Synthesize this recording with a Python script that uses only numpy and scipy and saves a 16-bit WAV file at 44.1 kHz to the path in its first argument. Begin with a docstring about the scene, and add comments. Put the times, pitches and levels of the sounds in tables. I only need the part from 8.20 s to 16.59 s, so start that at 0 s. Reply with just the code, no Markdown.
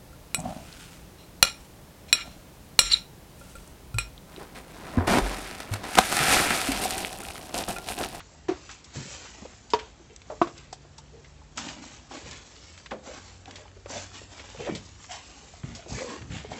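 """A wooden goat pen, heard close, for some eight seconds: grain stirs, then a plastic scoop bumps the boards.
At 0.7 s it pours grain (filtered noise and kernel impulses) into a plank trough, and is tapped empty at 1.5 s.
From about 2 s necks scrape along the wood and goats knock the slats (decaying modes under a noise crack);
pushes through the grain go on to the end, with thumps, snaps and, from 3.4 s, faint chewing ticks.
Throughout there is low rumble and faint hiss; three times a wavering sine drone comes and goes."""
import sys
import numpy as np
from scipy import signal
from scipy.fft import rfft, irfft, next_fast_len
from scipy.io import wavfile
from scipy.ndimage import uniform_filter1d, map_coordinates

SR = 44100
rng = np.random.default_rng(int(sys.argv[2]) if len(sys.argv) > 2 else 0)


def wrap_up_sound(samples):
    """Save the sound to the file named by the first command line argument, as 16-bit audio."""
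    columns = np.atleast_2d(samples).T
    # keep every value between -1 and 1, then stretch to whole-number steps
    tamed = np.clip(columns, -1, 1)
    steps = np.round(tamed * 32767).astype(np.int16)
    wavfile.write(sys.argv[1], SR, steps)


N = 369999  # length in samples
TOP_HZ = 8050  # upper limit of the bursts and of the microphone channel


def amp(db):
    """Decibels to gain."""
    return 10 ** (np.asarray(db) / 20)


def unit(x):
    """Scaled to rms 1."""
    return x / np.sqrt(np.mean(x ** 2) + 1e-20)


def along(points, hz):
    """(f/Hz, value) points read on a log frequency axis."""
    point_hz, value = np.transpose(points)
    return np.interp(np.log(hz + 1), np.log(point_hz + 1), value)


def wobble(rate):
    """A smooth random curve, rate knots a second."""
    knots = rng.standard_normal(int(N * rate / SR) + 4)
    return map_coordinates(knots, [np.arange(N) * rate / SR])


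def filtered(x, response):
    """x times a response of frequency."""
    size = next_fast_len(len(x) + 8192)
    spectrum = rfft(x, size) * response(np.fft.rfftfreq(size, 1 / SR))
    return irfft(spectrum, size)[:len(x)]


def coloured(x, spectrum):
    """x shaped by the given spectrum, at rms 1."""
    return unit(filtered(x, lambda hz: amp(along(spectrum, hz))))


def fade(t, t60):
    """Exponential decay by 60 dB in t60."""
    return np.exp(-np.log(1000) * t / t60)


def swell(s, length, rise, t60):
    """Rises from time s, holds until its length is over, then dies away."""
    t = np.arange(N) / SR - s
    return np.clip(t / rise, 0, 1) * fade(np.maximum(t - length, 0), t60)


def add(track, s, sound):
    """Mix a sound into the track at time s."""
    part = track[round(s * SR):]
    part[:len(sound)] += sound[:len(part)]


def resonance(hz, centre, width):
    """Response of one damped mode."""
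    return 1j * hz * width / (centre * centre - hz * hz + 1j * hz * width)


def burst(centre_hz, t60, octaves, attack):
    """A struck body with crowded modes around one pitch, dying away together."""
    t = np.arange(SR // 3) / SR

    def band(hz):
        distance = np.log2((hz + 1) / centre_hz) / octaves
        return (hz < TOP_HZ) / (1 + distance ** 2) ** 2

    envelope = fade(t, t60) * (1 - np.exp(-t / attack))
    body = unit(filtered(rng.standard_normal(len(t)), band) * envelope)
    return body * np.sqrt(np.mean(envelope ** 2))


def kernels(per_second, spread_db, smooth):
    """Countless tiny contacts of uneven size over a smooth sliding noise."""
    hit = rng.random(N) < per_second / SR
    size = amp(spread_db * np.clip(rng.standard_normal(N), -2, 2))
    contacts = unit(hit * size * rng.choice([-1, 1], N))
    return contacts + smooth * rng.standard_normal(N)


def mottled(x, depth_db):
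    """Reflections between the boards raise and cancel narrow bands, which shift as the heads move."""
    bands = signal.stft(x, nperseg=1024)[2]
    field = uniform_filter1d(rng.standard_normal(bands.shape), size=3, axis=0)  # over frequency
    field = uniform_filter1d(field, size=12, axis=1)  # over time
    return signal.istft(bands * amp(depth_db * unit(field)), nperseg=1024)[1][:N]


# modes of the trough's planks: f/Hz, width/Hz, level/dB
PLANK_MODES = [(270, 98, -5.5), (475, 133, 1.5), (520, 265, -0.5), (821, 134, -3.5), (1050, 380, -12.5)]


def planks(hz):
    """Response of the trough's boards: damped modes of alternating sign."""
    response = 0
    for k, (centre, width, db) in enumerate(PLANK_MODES):
        response = response + (-1) ** k * amp(db) * resonance(hz, centre, width)
    return response


def grain_power(rows, rise, t60):
    """Power of hiss, crunch and boards: one movement drives all three."""
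    return sum(np.outer(amp(levels_db), swell(s, length, rise, t60)) ** 2 for s, length, *levels_db in rows)


# the scoop is tipped out: t/s, length/s, hiss level/dB, crunch level/dB, trough boards level/dB
SCOOP_POUR = [(0.725, 0.22, -45, -48, -50.5)]
POUR_RISE_S, POUR_T60_S = 0.033, 1.62  # the stream builds up, then thins to a trickle
# pushes through the grain: t/s, length/s, hiss level/dB, crunch level/dB, trough boards level/dB
GRAIN_PUSHES = [(0.0, 0.15, -61, -75, -62.5), (0.33, 0.2, -57, -56, -61), (0.48, .03, -51.5, -55, -76),
                (0.64, .1, -60, -59, -67), (1.13, 0.17, -71, -61, -56), (1.48, 0.19, -60, -57, -57),
                (2.05, 0.29, -60, -68, -61), (2.345, 0.02, -57.5, -52, -59), (3.355, 0.12, -45.5, -45, -42),
                (3.6, 0.15, -52.5, -55, -54), (3.89, .09, -50, -49, -45.5), (4.03, 0.12, -49, -47, -54.5),
                (4.23, 0.36, -56.5, -59, -62), (4.825, .15, -50.5, -50, -45.5),
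                (5.02, 0.087, -56, -56.5, -60), (5.25, 0.15, -62, -59, -51),
                (5.675, .12, -43.5, -46, -45.5), (5.92, 0.043, -48, -47, -49),
                (6.09, 0.34, -53.5, -52, -53), (6.38, 0.22, -54.5, -56.5, -52.5),
                (6.62, 0.071, -53.5, -58.5, -70), (6.775, .06, -51.5, -55.5, -70),
                (6.885, 0.041, -42.5, -43, -57), (7.0, 0.38, -56.5, -60, -58.5),
                (7.42, 0.18, -56, -53.5, -55.5), (7.675, 0.15, -43, -49.5, -46.5),
                (7.85, 0.073, -49.5, -47, -40), (8.09, 0.082, -50, -45, -48), (8.28, .11, -52.5, -49, -44)]
PUSH_RISE_S, SETTLE_T60_S = 0.035, 0.55  # the heap starts to slide; it comes to rest
# grain between the pushes: hiss level/dB, crunch level/dB, boards level/dB
RESTING_GRAIN = (-65, -65.5, -68)
SLIP_DB, SLIPS_PER_S = 1, 60  # the heap gives way in small slips
# spectrum of kernels rubbing: f/Hz, relative level/dB
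RUBBING_SPECTRUM = [(1500, -26), (3300, -3), (4300, 7), (6000, 8.5), (7600, 9.5), (9000, -25.5)]
# spectrum of kernels being crushed: f/Hz, relative level/dB
CRUSHING_SPECTRUM = [(400, -40), (900, -2.5), (1400, -2.5), (2400, -0.5), (3400, -2), (4600, -8),
                     (8000, -49.5)]


def grain():
    """Kernels rub each other (hiss), are crushed together (crunch) and drum on the boards."""
    power = amp(RESTING_GRAIN)[:, None] ** 2
    power = power + grain_power(SCOOP_POUR, POUR_RISE_S, POUR_T60_S)
    power = power + grain_power(GRAIN_PUSHES, PUSH_RISE_S, SETTLE_T60_S)
    rubbing = mottled(kernels(per_second=1100, spread_db=-2, smooth=0.84), depth_db=3.0)
    crushing = mottled(kernels(per_second=600, spread_db=-2.5, smooth=1.0), depth_db=3.0)
    drumming = mottled(kernels(per_second=160, spread_db=4.0, smooth=0.99), depth_db=4.5)
    hiss = coloured(rubbing, RUBBING_SPECTRUM)
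    crunch = coloured(crushing, CRUSHING_SPECTRUM)
    boards = unit(filtered(drumming, planks))
    mix = np.sum(np.sqrt(power) * [hiss, crunch, boards], axis=0)
    return mix * amp(SLIP_DB * wobble(SLIPS_PER_S))


# spectrum of the crack at a hard blow: f/Hz, relative level/dB
CRACK_SPECTRUM = [(150, 7.5), (600, 11.5), (1200, 7.5), (2000, 2), (3500, -2), (5200, -6.5), (6200, -5.5),
                  (8000, -16)]


def knocks(blows, modes, crack_t60):
    """Each blow rings the object's modes under a short crack; a longer contact softens the onset."""
    track, t = np.zeros(N), np.arange(SR // 2) / SR
    hz, level_db, t60 = np.transpose(modes)[:, :, None]
    strength = amp(level_db) * (-1) ** np.arange(len(hz))[:, None]
    ring = np.sum(strength * fade(t, t60) * np.sin(2 * np.pi * hz * t), axis=0)
    for s, ring_db, crack_db, contact in blows:
        crack = coloured(rng.standard_normal(len(t)), CRACK_SPECTRUM) * fade(t, crack_t60)
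        onset = 1 - np.exp(-t / contact)
        add(track, s, (amp(ring_db) * ring + amp(crack_db) * crack) * onset)
    return track


# full scoop on the boards, then empty scoop on the trough: t/s, ring level/dB, crack level/dB, contact/s
FULL_SCOOP_BUMPS = [(0.2835, -43, -32.5, 0.00094), (0.2885, -18, -37.5, 0.001), (0.3125, -23, -44, 0.0016)]
EMPTY_SCOOP_TAPS = [(1.535, -6, -25.5, 0.0009), (1.5412, -24.5, -29, 0.00023)]
# modes of the plastic scoop, full and empty: f/Hz, level/dB, t60/s
FULL_SCOOP_MODES = [(308, -3, 0.093), (364.6, 4.5, 0.073), (513, -29, 0.06), (720, -8.5, 0.074),
                    (1140, -17, 0.07)]
EMPTY_SCOOP_MODES = [(256, -20, 0.051), (431, -8, 0.091), (943, -3, 0.054), (1146, -11, 0.034),
                     (1717, -18, 0.038), (2534, -19, 0.037), (3070, -19.5, 0.041), (3660, -14, 0.033),
                     (4560, -21, .05), (5110, -8.5, 0.015)]


def scoop():
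    """The full scoop bumps dully; emptied, it rings higher when tapped on the trough."""
    bump = knocks(FULL_SCOOP_BUMPS, FULL_SCOOP_MODES, crack_t60=0.23)
    tap = knocks(EMPTY_SCOOP_TAPS, EMPTY_SCOOP_MODES, crack_t60=0.11)
    return bump + tap


# goats against the slats of the pen: t/s, ring level/dB, crack level/dB, contact/s
SLAT_KNOCKS = [(2.2148, -9, -28, 0.00087), (2.27, -35.5, -37, 0.0014), (2.648, -49, -77, 0.0051)]
# modes of a slat: f/Hz, level/dB, t60/s
SLAT_MODES = [(204, -10.5, 0.032), (340, -1.5, 0.081), (414, -5, 0.005), (688, 0.5, 0.041),
              (1006, -2.5, .035), (1104, -8.5, 0.09), (1143, -1.5, 0.034), (1260, 0, 0.018),
              (1360, -16, 0.055), (1493, -13, 0.039), (2550, -29, 0.051), (3570, -26, 0.047)]


def slats():
    """A knocked slat rings in many short wooden modes."""
    return knocks(SLAT_KNOCKS, SLAT_MODES, crack_t60=0.14)


# muzzles, hooves and hands on the boards: t/s, level/dB, f/Hz, t60/s
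BOARD_BUMPS = [(0.758, -37, 336, 0.055), (0.766, -32, 134.3, 0.35), (1.222, -34.5, 216, 0.052),
               (1.251, -35, 498, 0.073), (1.796, -46, 337, 0.11), (2.1, -31.5, 612, 0.15),
               (2.12, -38.5, 434, .15), (2.528, -30.5, 756, 0.031), (2.648, -51, 488, .08),
               (2.783, -44.5, 888, 0.065), (3.215, -47.5, 867, 0.063), (3.911, -36.5, 786, 0.059),
               (4.06, -39, 480, .05), (4.713, -37.5, 214.5, 0.3), (4.716, -25.5, 815, 0.045),
               (4.727, -32.5, 515, 0.2), (5.453, -46, 835, .07), (5.561, -47, 384, 0.17),
               (5.659, -33, 563, 0.039), (5.701, -36, 563, 0.064), (6.016, -40, 413, .06),
               (6.346, -40, 544, 0.088), (6.4, -32, 471, 0.1), (6.471, -28.5, 561, 0.1),
               (6.488, -20.5, 334, 0.078), (6.518, -31.5, 201, 0.28), (7.336, -42, 710, 0.042),
               (7.438, -23.5, 135, 0.061), (7.66, -37, 357, 0.12), (7.714, -35, 257, .095),
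               (7.82, -26, 518, 0.034), (7.845, -29, 474, .025), (8.246, -31, 418, 0.061)]


def bumps():
    """Soft blows on wood: one mode sings out of a thud."""
    track, t = np.zeros(N), np.arange(SR // 3) / SR
    for s, db, hz, t60 in BOARD_BUMPS:
        mode = np.sin(2 * np.pi * hz * t) * fade(t, t60) * (1 - np.exp(-t * hz * 2))
        thud = burst(hz, t60, octaves=1.16, attack=0.49 / hz)
        add(track, s, amp(db) * (mode + 0.71 * thud))
    return track


# leaning on the trough: t/s, length/s, rumble level/dB
TROUGH_SHOVES = [(0.747, 0.079, -46.5), (3.38, 0.14, -56), (4.033, .1, -48), (5.704, 0.09, -51.5),
                 (6.37, 0.048, -43), (6.495, 0.1, -44), (7.443, 0.096, -44), (7.692, 0.075, -37.5),
                 (7.97, 0.1, -43), (8.086, 0.077, -36.5), (8.27, 0.052, -42.5)]
SHOVE_RISE_S, SHOVE_T60_S = 0.02, 0.26


def leaning():
    """A goat leaning in keeps the trough rumbling: low noise follows the weight."""
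    power = np.zeros(N)
    for s, length, db in TROUGH_SHOVES:
        power += (amp(db) * swell(s, length, SHOVE_RISE_S, SHOVE_T60_S)) ** 2
    # f/Hz, relative level/dB
    spectrum = [(30, -29.5), (50, -4.5), (110, 1.5), (240, -4.5), (450, -23.5), (1200, -52.0)]
    return np.sqrt(power) * coloured(rng.standard_normal(N), spectrum)


# necks and muzzles along wood: t/s, length/s, peak level/dB, wood f/Hz, rasp level against the wood/dB
WOOD_RUBS = [(1.889, 0.058, -52, 500, -6.5), (2.92, 0.24, -55, 458, -21), (3.387, 0.52, -53, 259, -6),
             (3.893, 0.54, -57.5, 457, -6), (4.844, 0.17, -47.5, 515, -14), (5.722, 0.12, -40.5, 590, -4),
             (6.38, 0.22, -37.5, 490, -6), (6.884, 0.16, -45.5, 784, -2), (7.742, 0.2, -42.5, 500, -1.5),
             (8.1, 0.33, -60, 690, 0)]
# spectrum of the rasp: f/Hz, relative level/dB
RASP_SPECTRUM = [(1000, -20), (1500, -11.5), (1900, -6.5), (2350, -3), (2750, -7), (3200, -7.5),
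                 (3900, -16), (8000, -29)]


def rubs():
    """Each scrape swells fast and dies away; its tiny slips sing in the wood and rasp above it."""
    track = np.zeros(N)
    slips = mottled(kernels(per_second=450, spread_db=1.0, smooth=0.63), depth_db=6.0)
    for s, length, db, wood_hz, rasp_db in WOOD_RUBS:
        stroke = slips[round(s * SR):][:round(length * SR)]
        wood = unit(filtered(stroke, lambda hz: resonance(hz, wood_hz, 0.39 * wood_hz) ** 2))
        rasp = amp(rasp_db) * coloured(stroke, RASP_SPECTRUM)
        pressure = np.sin(np.pi * np.linspace(0, 1, len(stroke)) ** 0.56)
        add(track, s, amp(db) * pressure * (wood + rasp))
    return track


# kernels and straws snapping: t/s, level/dB, centre f/Hz, t60/s (the ping takes half of it)
KERNEL_SNAPS = [(0.003, -38.5, 1550, 0.061), (0.492, -41, 1620, 0.16), (0.511, -41.5, 6000, 0.074),
                (0.643, -45.5, 5370, 0.085), (1.053, -42.5, 1500, 0.14), (1.503, -40.5, 4880, 0.085),
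                (1.5896, -37.5, 2160, 0.14), (1.9622, -35, 7560, 0.014), (2.0176, -44, 2570, 0.03),
                (2.099, -50, 1500, 0.053), (2.3784, -41.5, 5000, .04), (2.5272, -38.5, 5060, 0.083),
                (2.7813, -42.5, 5600, 0.076), (3.045, -49, 1940, 0.086), (3.374, -32, 5200, 0.16),
                (3.379, -31, 1340, 0.081), (3.483, -36.5, 2850, 0.15), (4.111, -37, 4500, 0.045),
                (4.5772, -39.5, 2630, 0.023), (4.66, -38, 2080, 0.053), (4.7091, -38, 1770, 0.12),
                (5.257, -38, 2650, 0.016), (5.309, -37, 2700, 0.029), (5.357, -40, 3120, 0.1),
                (5.659, -41, 1290, 0.045), (6.195, -40.5, 2240, 0.085), (6.459, -40.5, 2430, 0.088),
                (6.55, -35.5, 3450, 0.14), (6.842, -41, 1560, 0.043), (7.433, -41.5, 1300, 0.033),
                (7.55, -40, 4570, 0.14), (7.787, -35.5, 1450, .08), (8.019, -39, 1370, 0.033)]
SNAP_RISE_S = 0.0003
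SNAP_OCTAVES, SNAP_PING = 1.57, 0.51  # width of the crack; gain of its ping


def snaps():
    """Kernels and straws crack with a brief ping."""
    track, t = np.zeros(N), np.arange(SR // 3) / SR
    for s, db, hz, t60 in KERNEL_SNAPS:
        crack = burst(hz, t60, octaves=SNAP_OCTAVES, attack=SNAP_RISE_S)
        ping = np.sin(2 * np.pi * hz * t) * fade(t, t60 / 2)
        add(track, s, amp(db) * (crack + SNAP_PING * ping))
    return track


TICKS_FROM_S, TICK_DB, TICK_SPREAD_DB = 3.4, -50, 7  # beginning, weakest level, range above it


def chewing():
    """Once the goats feed, 32 faint ticks fall at random, centred between 1200 and 6000 Hz."""
    track = np.zeros(N)
    for when, size, pitch in rng.random((32, 3)):
        s = TICKS_FROM_S + when * (N / SR - TICKS_FROM_S)
        tick = burst(1200 * 5 ** pitch, 0.018, octaves=0.99, attack=0.00033)
        add(track, s, amp(TICK_DB + TICK_SPREAD_DB * size) * tick)
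    return track


# a faint low drone comes and goes: t/s, length/s, first f/Hz, last f/Hz, rms level/dB
DRONE_SPELLS = [(0.0, 0.45, 157.8, 150.2, -60.5), (2.219, 1.35, 137.9, 154, -59.5),
                (4.95, 1.81, 92.36, 97.15, -55)]
DRONE_RISE_S, DRONE_T60_S = 0.054, 1


def drone():
    """A wavering sine that glides a little each time it comes."""
    track = np.zeros(N)
    for s, length, first_hz, last_hz, db in DRONE_SPELLS:
        glide = np.interp(np.arange(N) / SR, [s, s + length], [first_hz, last_hz])
        hz = glide + 0.76 * wobble(13)
        tone = unit(np.sin(2 * np.pi * np.cumsum(hz) / SR))
        track += amp(db) * swell(s, length, DRONE_RISE_S, DRONE_T60_S) * tone
    return track * amp(1.5 * wobble(6.4))


# spectrum of the background: f/Hz, relative level/dB
AIR_SPECTRUM = [(20, -54.5), (33, -27), (47, 1.5), (70, 1.5), (105, -5), (170, -10.5), (300, -14),
                (700, -20), (2000, -27.5), (8000, -35)]


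def air():
    """Steady noise: low rumble and faint hiss."""
    return amp(-53.0) * coloured(rng.standard_normal(N), AIR_SPECTRUM)


# decay of the shed: f/Hz, t60/s
SHED_DECAY = [(100, 0.43), (1000, 0.24), (8000, 0.13)]


def shed(x):
    """The short answer of a wooden shed bedded with hay: noise that dies faster in the treble."""
    hz, t, bands = signal.stft(rng.standard_normal(SR // 2), SR, nperseg=256)
    decay = fade(t, along(SHED_DECAY, hz)[:, None])
    tail = signal.istft(bands * decay, SR, nperseg=256)[1]
    delayed = np.pad(x, (SR // 200, 0))  # 5 ms
    return signal.fftconvolve(delayed, tail / np.linalg.norm(tail))[:N]


def scene():
    """Blows, scrapes and ticks sound close in the shed, over the grain and the background."""
    contacts = scoop() + slats() + bumps() + leaning() + rubs() + snaps() + chewing()
    echo = amp(-19) * shed(contacts)
    return (contacts + echo + grain() + drone() + air())[None]


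def record(dry):
    """The microphone channel rounds off the highest peaks and cuts the deepest bass and the top treble."""
    rounded = dry[0] / (1 + (dry[0] / 0.43) ** 6) ** (1 / 6)

    def channel(hz):
        treble_cut = 1 + (hz / TOP_HZ) ** 90
        bass_cut = 1 + (35 / (hz + 1)) ** 10
        return 1 / np.sqrt(treble_cut * bass_cut)

    return filtered(rounded, channel)[None]


dry = scene()
out = record(dry)
wrap_up_sound(out)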